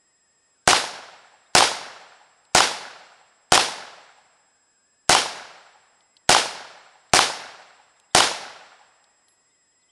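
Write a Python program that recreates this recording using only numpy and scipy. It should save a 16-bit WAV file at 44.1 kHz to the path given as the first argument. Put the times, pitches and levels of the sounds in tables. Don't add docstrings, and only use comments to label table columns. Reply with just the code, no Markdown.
import sys
import numpy as np
from scipy import signal
from scipy.fft import rfft, irfft
from scipy.io import wavfile

SR = 44100
rng = np.random.default_rng(int(sys.argv[2]) if len(sys.argv) > 2 else 0)


def digitize_waveform(pressure):
    field = np.atleast_2d(pressure).T
    bounded = np.clip(field, -1, 1)
    quanta = np.round(bounded * 32767).astype(np.int16)
    wavfile.write(sys.argv[1], SR, quanta)


def volts_from_db(level):
    exponent = np.asarray(level, float) / 20
    return 10 ** exponent


N = 437022

# start in seconds, charge in dB, change of the bank's slap in dB, bullet strike in dB.
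SHOTS = [
    (0.6747, -1.34, -0.5, -13),
    (1.5501, 0, -3.5, 1.5),
    (2.5483, -1.16, 0, -15.5),
    (3.5202, -1.45, -1, -7.5),
    (5.0934, -1.2, -2, -8),
    (6.2918, -0.9, -3, -1),
    (7.1345, -1.04, 0, -10.5),
    (8.148, -0.43, -2.5, -15.5),
]
# delay in seconds, thump in dB, thump pitch in Hz, thump t60 in seconds, crackle in dB.
MUZZLE = [(.0001, -5, 2189, .004, -3.5), (.0006, -9.5, 50.05, 0.063, -32), (.0008, -8, 139.1, .039, -29),
          (.0015, -6, 1764, 0.0033, -8), (.0027, 11.5, 762, .0078, -4.5), (.0038, -1, 1492, 0.018, -3),
          (.004, -17.5, 330, 0.046, -30.5), (.0004, -3, 3000, .006, -28.5)]
BANK = [(.0565, 2.5, 3000, 0.0065, -8.5), (.0564, -0.5, 1425, 0.012, -13), (.0568, 9, 984, 0.0062, -20.5),
        (.0594, -0.5, 820, 0.02, -24)]
# delay in seconds, thump in dB, thump pitch in Hz, crackle in dB.
NEARBY = [(.0073, -2, 906, -19.5), (0.0123, 3.5, 815, -28), (0.0114, -8, 3000, -6), (.0162, -0.5, 783, -8),
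          (0.0239, -8.5, 804.7, -8), (0.0297, -16.5, 1100, -9.5), (.033, -4, 780, -13.5),
          (0.041, -21.5, 330, -21.5), (0.0507, -12.5, 1212, -18)]
# delay in seconds, size in dB, thump pitch in Hz.
TRUNKS = [(.097, 4, 850), (.125, 5, 1450), (0.135, -3.5, 1310), (.164, -2.5, 540), (.166, 5, 930),
          (0.168, -7, 1490), (.283, -4, 810), (0.304, 4, 1460), (.333, 1, 1500), (.358, 2, 900),
          (0.362, -2, 1500), (0.412, 1, 1330), (.418, -4, 790), (.447, -6, 850), (.488, -10, 950),
          (.516, -3, 1400), (0.571, 6, 1420), (.579, 1, 860), (.648, -7, 850), (.664, 8, 840),
          (.682, 3, 890)]
# pitch in Hz, share of power 0-1.
REPEATS = [(60, .8), (300, .93), (1000, .75), (2000, .38), (4000, .08), (8000, .02)]
# pitch in Hz, level in dB, hold after the blast in seconds, then t60 in seconds.
BUSHES = [(60, -36.5, .01, 0.26), (150, -35.5, 0.014, .35), (330, -33, 0.044, .3),
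          (650, -30.5, 0.055, 0.46), (1590, -31, 0.083, .21), (3500, -22, 0.069, .3),
          (6800, -30.5, 0.032, .4), (11000, -22, 0.044, .4)]
# pitch in Hz, level in dB a quarter second after the blast, t60 in seconds.
FOREST = [(110, -66.5, 2.1), (300, -57, 1), (634, -48, 2.1), (1500, -46.5, 2.0), (2400, -46, 1.7),
          (4200, -46.5, 1.35), (6507, -56, 0.98), (11000, -53, .8)]
# time after the blast in seconds, half-width in seconds,
# level change in dB.
GAPS = [(.009, .003, -3.5), (.021, .003, -5), (0.048, 0.0076, 0), (0.065, .004, -3.5), (.092, .006, 3)]
# pitch in Hz, lift in dB, width in octaves.
GROUND = [(152, 2, 0.9), (850, 5, 0.13), (1500, 2.5, 0.18), (5600, 7.5, 0.27)]
# start in seconds, peak in dB, dull ring in Hz, brass ring in dB, bright tick in dB.
CASES = [(2.4513, -55.5, 3800, -30, -2), (4.179, -60, 2940, -30, .5), (5.855, -74, 4400, -24.5, 3),
         (6.0064, -52.5, 3770, -24, -11), (6.1675, -43.5, 4200, -40.5, -6),
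         (7.0967, -56.5, 4500, -31.5, -2), (7.999, -52.5, 3800, -25, 7.5), (9.0413, -53, 4280, -30, -2),
         (9.2835, -52.5, 4320, 1, -7), (9.3214, -69, 4170, 8, -3)]
# pitch in Hz, level in dB, t60 in seconds.
BRASS = [(10900, -2.5, .17), (11150, -4.5, .17)]
# start in seconds, length in seconds, first pitch in Hz, last pitch in Hz, level in dB.
CHIRPS = [(1.45, 0.034, 3400, 4200, -63), (7.955, 0.023, 3400, 4200, -67), (8.027, 0.024, 2800, 2700, -67),
          (8.099, 0.025, 3390, 4300, -62), (9.48, .05, 3500, 3800, -74), (9.536, .025, 3100, 3270, -73),
          (9.712, .02, 3450, 2996, -71), (9.808, 0.023, 4300, 4080, -67.5), (9.82, .022, 3810, 3000, -67),
          (9.873, 0.041, 2910, 3700, -64)]
# pitch in Hz, rms level in dB.
TONES = [(2543.4, -87), (5086.8, -74.5), (8813, -86.5), (10173.6, -93.5)]
# time in seconds, pitch in Hz.
WHINE = [(0, 1924), (.28, 1806), (.53, 1840), (.58, 1420), (.65, 1585), (1.45, 1912), (4.3, 1706),
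         (4.8, 1628), (5.06, 1772), (5.9, 1855), (6.14, 2087), (6.27, 1788), (8.06, 2004), (9.0, 1880),
         (9.44, 1942), (9.5, 2045), (9.67, 1837), (9.8, 2005)]
# frequency in Hz, density in dB per Hz.
AIR = [(20, 14), (150, 4), (500, 0.5), (1000, -1), (2200, -7), (5500, -12), (10300, -13), (12500, -30.5)]

STRIKE_S, STRIKE_HZ, STRIKE_T60_S = .0735, 846, .016
CRACKLE_T60_S = .011
NEARBY_CYCLES, TRUNK_CYCLES = 4.2, 25
TRUNK_DB, TRUNK_FADE_DB_PER_S = -13.5, 55
TRUNK_CRACKLE_DB, TRUNK_DULLING_DB_PER_S = -3, 155.5
LUMP_DB, LUMP_FADE_S, FAR_LUMP_DB = 2.4, .12, 1.1
SPREAD_DB, FOREST_EDGE_S = 4, 0.089
LEAF_RISE_S, LEAF_GAP_DB = 0.054, -6.5
BOLT_S, BOLT_DB = .0145, -56.5
TICK_HZ = 8300
CARRIER_HZ, BEAT_HZ, BEAT_TROUGH_S = 7643.4, 13.41, 4.738
AIR_DB = -69
OVERLOAD, SHAVE, ATTACK_S = .78, .74, .0025


def rms_one(x):
    return x / np.sqrt(np.mean(x ** 2, axis=-1, keepdims=True) + 1e-20)


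def at_hz(points, hz):
    points = np.array(points)
    return np.interp(np.log(hz), np.log(points[:, 0]), points[:, 1])


def drift(rate_hz, size):
    r = np.exp(-2 * np.pi * rate_hz / SR)
    wander = signal.lfilter([1], [1, -2 * r, r * r], rng.standard_normal(size + SR))
    return rms_one(wander[SR:])


def ring(hz, t60_s, size):
    t = np.arange(size) / SR
    return np.sin(2 * np.pi * hz * t) * volts_from_db(-60 * t / t60_s)


def band(x, low_hz, high_hz):
    return signal.sosfilt(signal.butter(2, [low_hz, high_hz], "band", fs=SR, output="sos"), x)


def add(out, sound, start_s):
    at = round(start_s * SR)
    out[at:at + len(sound)] += sound[:len(out) - at]


def blast():
    out = np.zeros(N)
    t = np.arange(1800) / SR
    rows = arrivals()
    swell = 1 - np.exp(-t / 0.0004)
    for start_s, charge_db, slap_db, strike_db in SHOTS:
        strike = -volts_from_db(strike_db) * swell * ring(STRIKE_HZ, STRIKE_T60_S, len(t))
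        add(out, strike, start_s + STRIKE_S)
        noise = rng.standard_normal((len(rows), len(t)))
        crackle = rms_one(band(noise, 1000, 9800)) * volts_from_db(-60 * t / CRACKLE_T60_S)
        vary = rng.standard_normal((len(rows), 2))
        for k, (row, burst, (gain, shift)) in enumerate(zip(rows, crackle, vary)):
            delay_s, thump_db, hz, t60_s, crackle_db = row
            thump = -swell * ring(hz * (1 + 0.0077 * shift), t60_s, len(t))
            sound = volts_from_db(thump_db + 0.75 * gain) * thump + volts_from_db(crackle_db) * burst
            level_db = charge_db + slap_db * (k < len(BANK))
            add(out, volts_from_db(level_db) * sound, start_s + delay_s + 4e-5 * shift)
    return out


def arrivals():
    nearby = [(s, db, hz, NEARBY_CYCLES / hz, crackle_db) for s, db, hz, crackle_db in NEARBY]
    trunks = []
    for delay_s, size_db, hz in TRUNKS:
        thump_db = TRUNK_DB + size_db - TRUNK_FADE_DB_PER_S * delay_s
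        dulling_db = TRUNK_DULLING_DB_PER_S * (delay_s - TRUNKS[0][0])
        crackle_db = thump_db + TRUNK_CRACKLE_DB - dulling_db
        trunks.append((delay_s, thump_db, hz, TRUNK_CYCLES / hz, crackle_db))
    return BANK + MUZZLE + nearby + trunks


def woods():
    size, count = round(1.35 * SR), len(SHOTS)
    white = rng.standard_normal((2, count + 1, size))
    edges_hz = 56 * 2 ** np.arange(0, 7.9, 1 / 3)
    t = np.arange(size) / SR
    trunks = drift(35, size)
    near_lump_db = LUMP_DB * np.exp(-t / LUMP_FADE_S)
    tails = 0
    for k, (low_hz, high_hz) in enumerate(zip(edges_hz, edges_hz[1:])):
        hz = np.sqrt(low_hz * high_hz)
        same, *own = rms_one(band(white[k % 2], low_hz, high_hz))
        share = at_hz(REPEATS, hz)
        lump_db = (near_lump_db + FAR_LUMP_DB * share) * min(hz / 600, 1) * trunks
        scatter = np.sqrt(share) * same + np.sqrt(1 - share) * np.array(own)
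        tails = tails + volts_from_db(scatter_db(hz, t) + lump_db) * scatter
    out = np.zeros(N)
    for (start_s, charge_db, *_), tail in zip(SHOTS, tails):
        add(out, volts_from_db(charge_db) * tail, start_s)
    return out


def scatter_db(hz, t):
    bush_hz, *bush = np.transpose(BUSHES)
    forest_hz, *forest = np.transpose(FOREST)
    bush_db, hold_s, bush_t60_s = (at_hz(list(zip(bush_hz, column)), hz) for column in bush)
    forest_db, forest_t60_s = (at_hz(list(zip(forest_hz, column)), hz) for column in forest)
    leaf_db = LEAF_GAP_DB * min(hz / 4000, 1) * np.exp(-(t / LEAF_RISE_S) ** 2)
    near_db = bush_db - 60 * np.maximum(t - hold_s, 0) / bush_t60_s + leaf_db
    spread_db = SPREAD_DB * np.log2(np.maximum(t, FOREST_EDGE_S) / .25)
    far_db = forest_db - 60 * (t - .25) / forest_t60_s - spread_db
    ground_db = sum(db * np.exp(-.5 * (np.log2(hz / at) / width) ** 2) for at, db, width in GROUND)
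    gaps_db = sum(db * np.exp(-((t - s) / width) ** 2) for s, width, db in GAPS)
    return 10 * np.log10(volts_from_db(2 * near_db) + volts_from_db(2 * far_db)) + ground_db + gaps_db


def bolt():
    out = np.zeros(N)
    t = np.arange(round(BOLT_S * SR)) / SR
    for start_s, *_ in SHOTS:
        scrape = rms_one(band(rng.standard_normal(len(t)), 700, 7000))
        add(out, scrape * volts_from_db(BOLT_DB + 5.5 * (t / BOLT_S) ** 3), start_s - BOLT_S)
    return out


def cases():
    out = np.zeros(N)
    t = np.arange(6000) / SR
    brass = sum(volts_from_db(level_db) * ring(hz, t60_s, len(t)) for hz, level_db, t60_s in BRASS)
    for start_s, peak_db, hz, brass_db, tick_db in CASES:
        noise = rng.standard_normal(len(t))
        knock = 6.8 * (t / 0.00094) ** 2 * ring(hz, 0.0028, len(t))
        knock += 2.7 * band(noise * volts_from_db(-60 * t / 0.021), 0.73 * hz, 1.2 * hz)
        tick = 1.6 * band(noise * volts_from_db(tick_db - 60 * t / .012), .72 * TICK_HZ, 1.35 * TICK_HZ)
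        add(out, volts_from_db(peak_db + 1.0) * (knock + tick + volts_from_db(brass_db) * brass), start_s)
    return out


def bird():
    out = np.zeros(N)
    for start_s, length_s, from_hz, to_hz, level_db in CHIRPS:
        along = np.linspace(0, 1, round(length_s * SR))
        hz = from_hz + (to_hz - from_hz) * along ** 2
        hz = hz + 60 * drift(150, len(hz))
        swell = np.sin(np.pi * along ** 1.4) ** 2
        whistle = np.sin(2 * np.pi * np.cumsum(hz) / SR)
        add(out, volts_from_db(level_db) * swell * whistle, start_s)
    return out


def camera():
    t = np.arange(N) / SR
    out = sum(volts_from_db(level_db + 3) * np.sin(2 * np.pi * hz * t) for hz, level_db in TONES)
    carrier = 2 * np.pi * CARRIER_HZ * t
    neighbour = carrier - 2 * np.pi * BEAT_HZ * (t - BEAT_TROUGH_S)
    out += volts_from_db(-64.5) * (np.sin(carrier) - volts_from_db(-11.5) * np.sin(neighbour))
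    hz = np.interp(t, *np.transpose(WHINE)) + 60 * drift(87, N) + 28 * drift(22, N)
    whine = 2 * np.pi * np.cumsum(hz) / SR
    mirrors = volts_from_db(-7.0) * np.sin(carrier + whine) + volts_from_db(-19.0) * np.sin(carrier - whine)
    return out + volts_from_db(-73 + 0.77 * drift(30, N)) * (np.sin(whine) + mirrors)


def air():
    hz = np.maximum(np.arange(N // 2 + 1) * SR / N, 1)
    hiss = irfft(rfft(rng.standard_normal(N)) * volts_from_db(at_hz(AIR, hz)), N)
    return volts_from_db(AIR_DB + 0.52 * drift(2.5, N)) * rms_one(hiss)


def limiter(x, knee_db, release_db_per_s):
    ramp_db = release_db_per_s * np.arange(N) / SR
    over_db = np.maximum(20 * np.log10(np.abs(x) + 1e-9) - knee_db, 0)
    held_db = np.maximum.accumulate(over_db + ramp_db, axis=-1) - ramp_db
    r = np.exp(-1 / (ATTACK_S * SR))
    return x * volts_from_db(-.8 * signal.lfilter([1 - r], [1, -r], held_db))


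def scene():
    return (blast() + woods() + bolt() + cases() + bird() + camera() + air())[None]


def low_pass(x):
    return signal.sosfilt(signal.butter(12, 16980, fs=SR, output="sos"), x)


def record(dry):
    capsule = signal.sosfilt(signal.butter(1, 250, "high", fs=SR, output="sos"), dry)
    limited = limiter(capsule, knee_db=-3.0, release_db_per_s=899.5)
    clipped = np.clip(limited, -OVERLOAD, OVERLOAD)
    cut = signal.sosfiltfilt(signal.butter(4, 10600, fs=SR, output="sos"), clipped)
    cut = signal.sosfiltfilt(signal.cheby2(10, 32, 12700, fs=SR, output="sos"), cut)
    shaved = np.clip(cut, -SHAVE, SHAVE)
    finished = signal.sosfiltfilt(signal.cheby2(10, 35, 16400, fs=SR, output="sos"), shaved)
    return low_pass(finished)


dry = scene()
out = record(dry)
digitize_waveform(out)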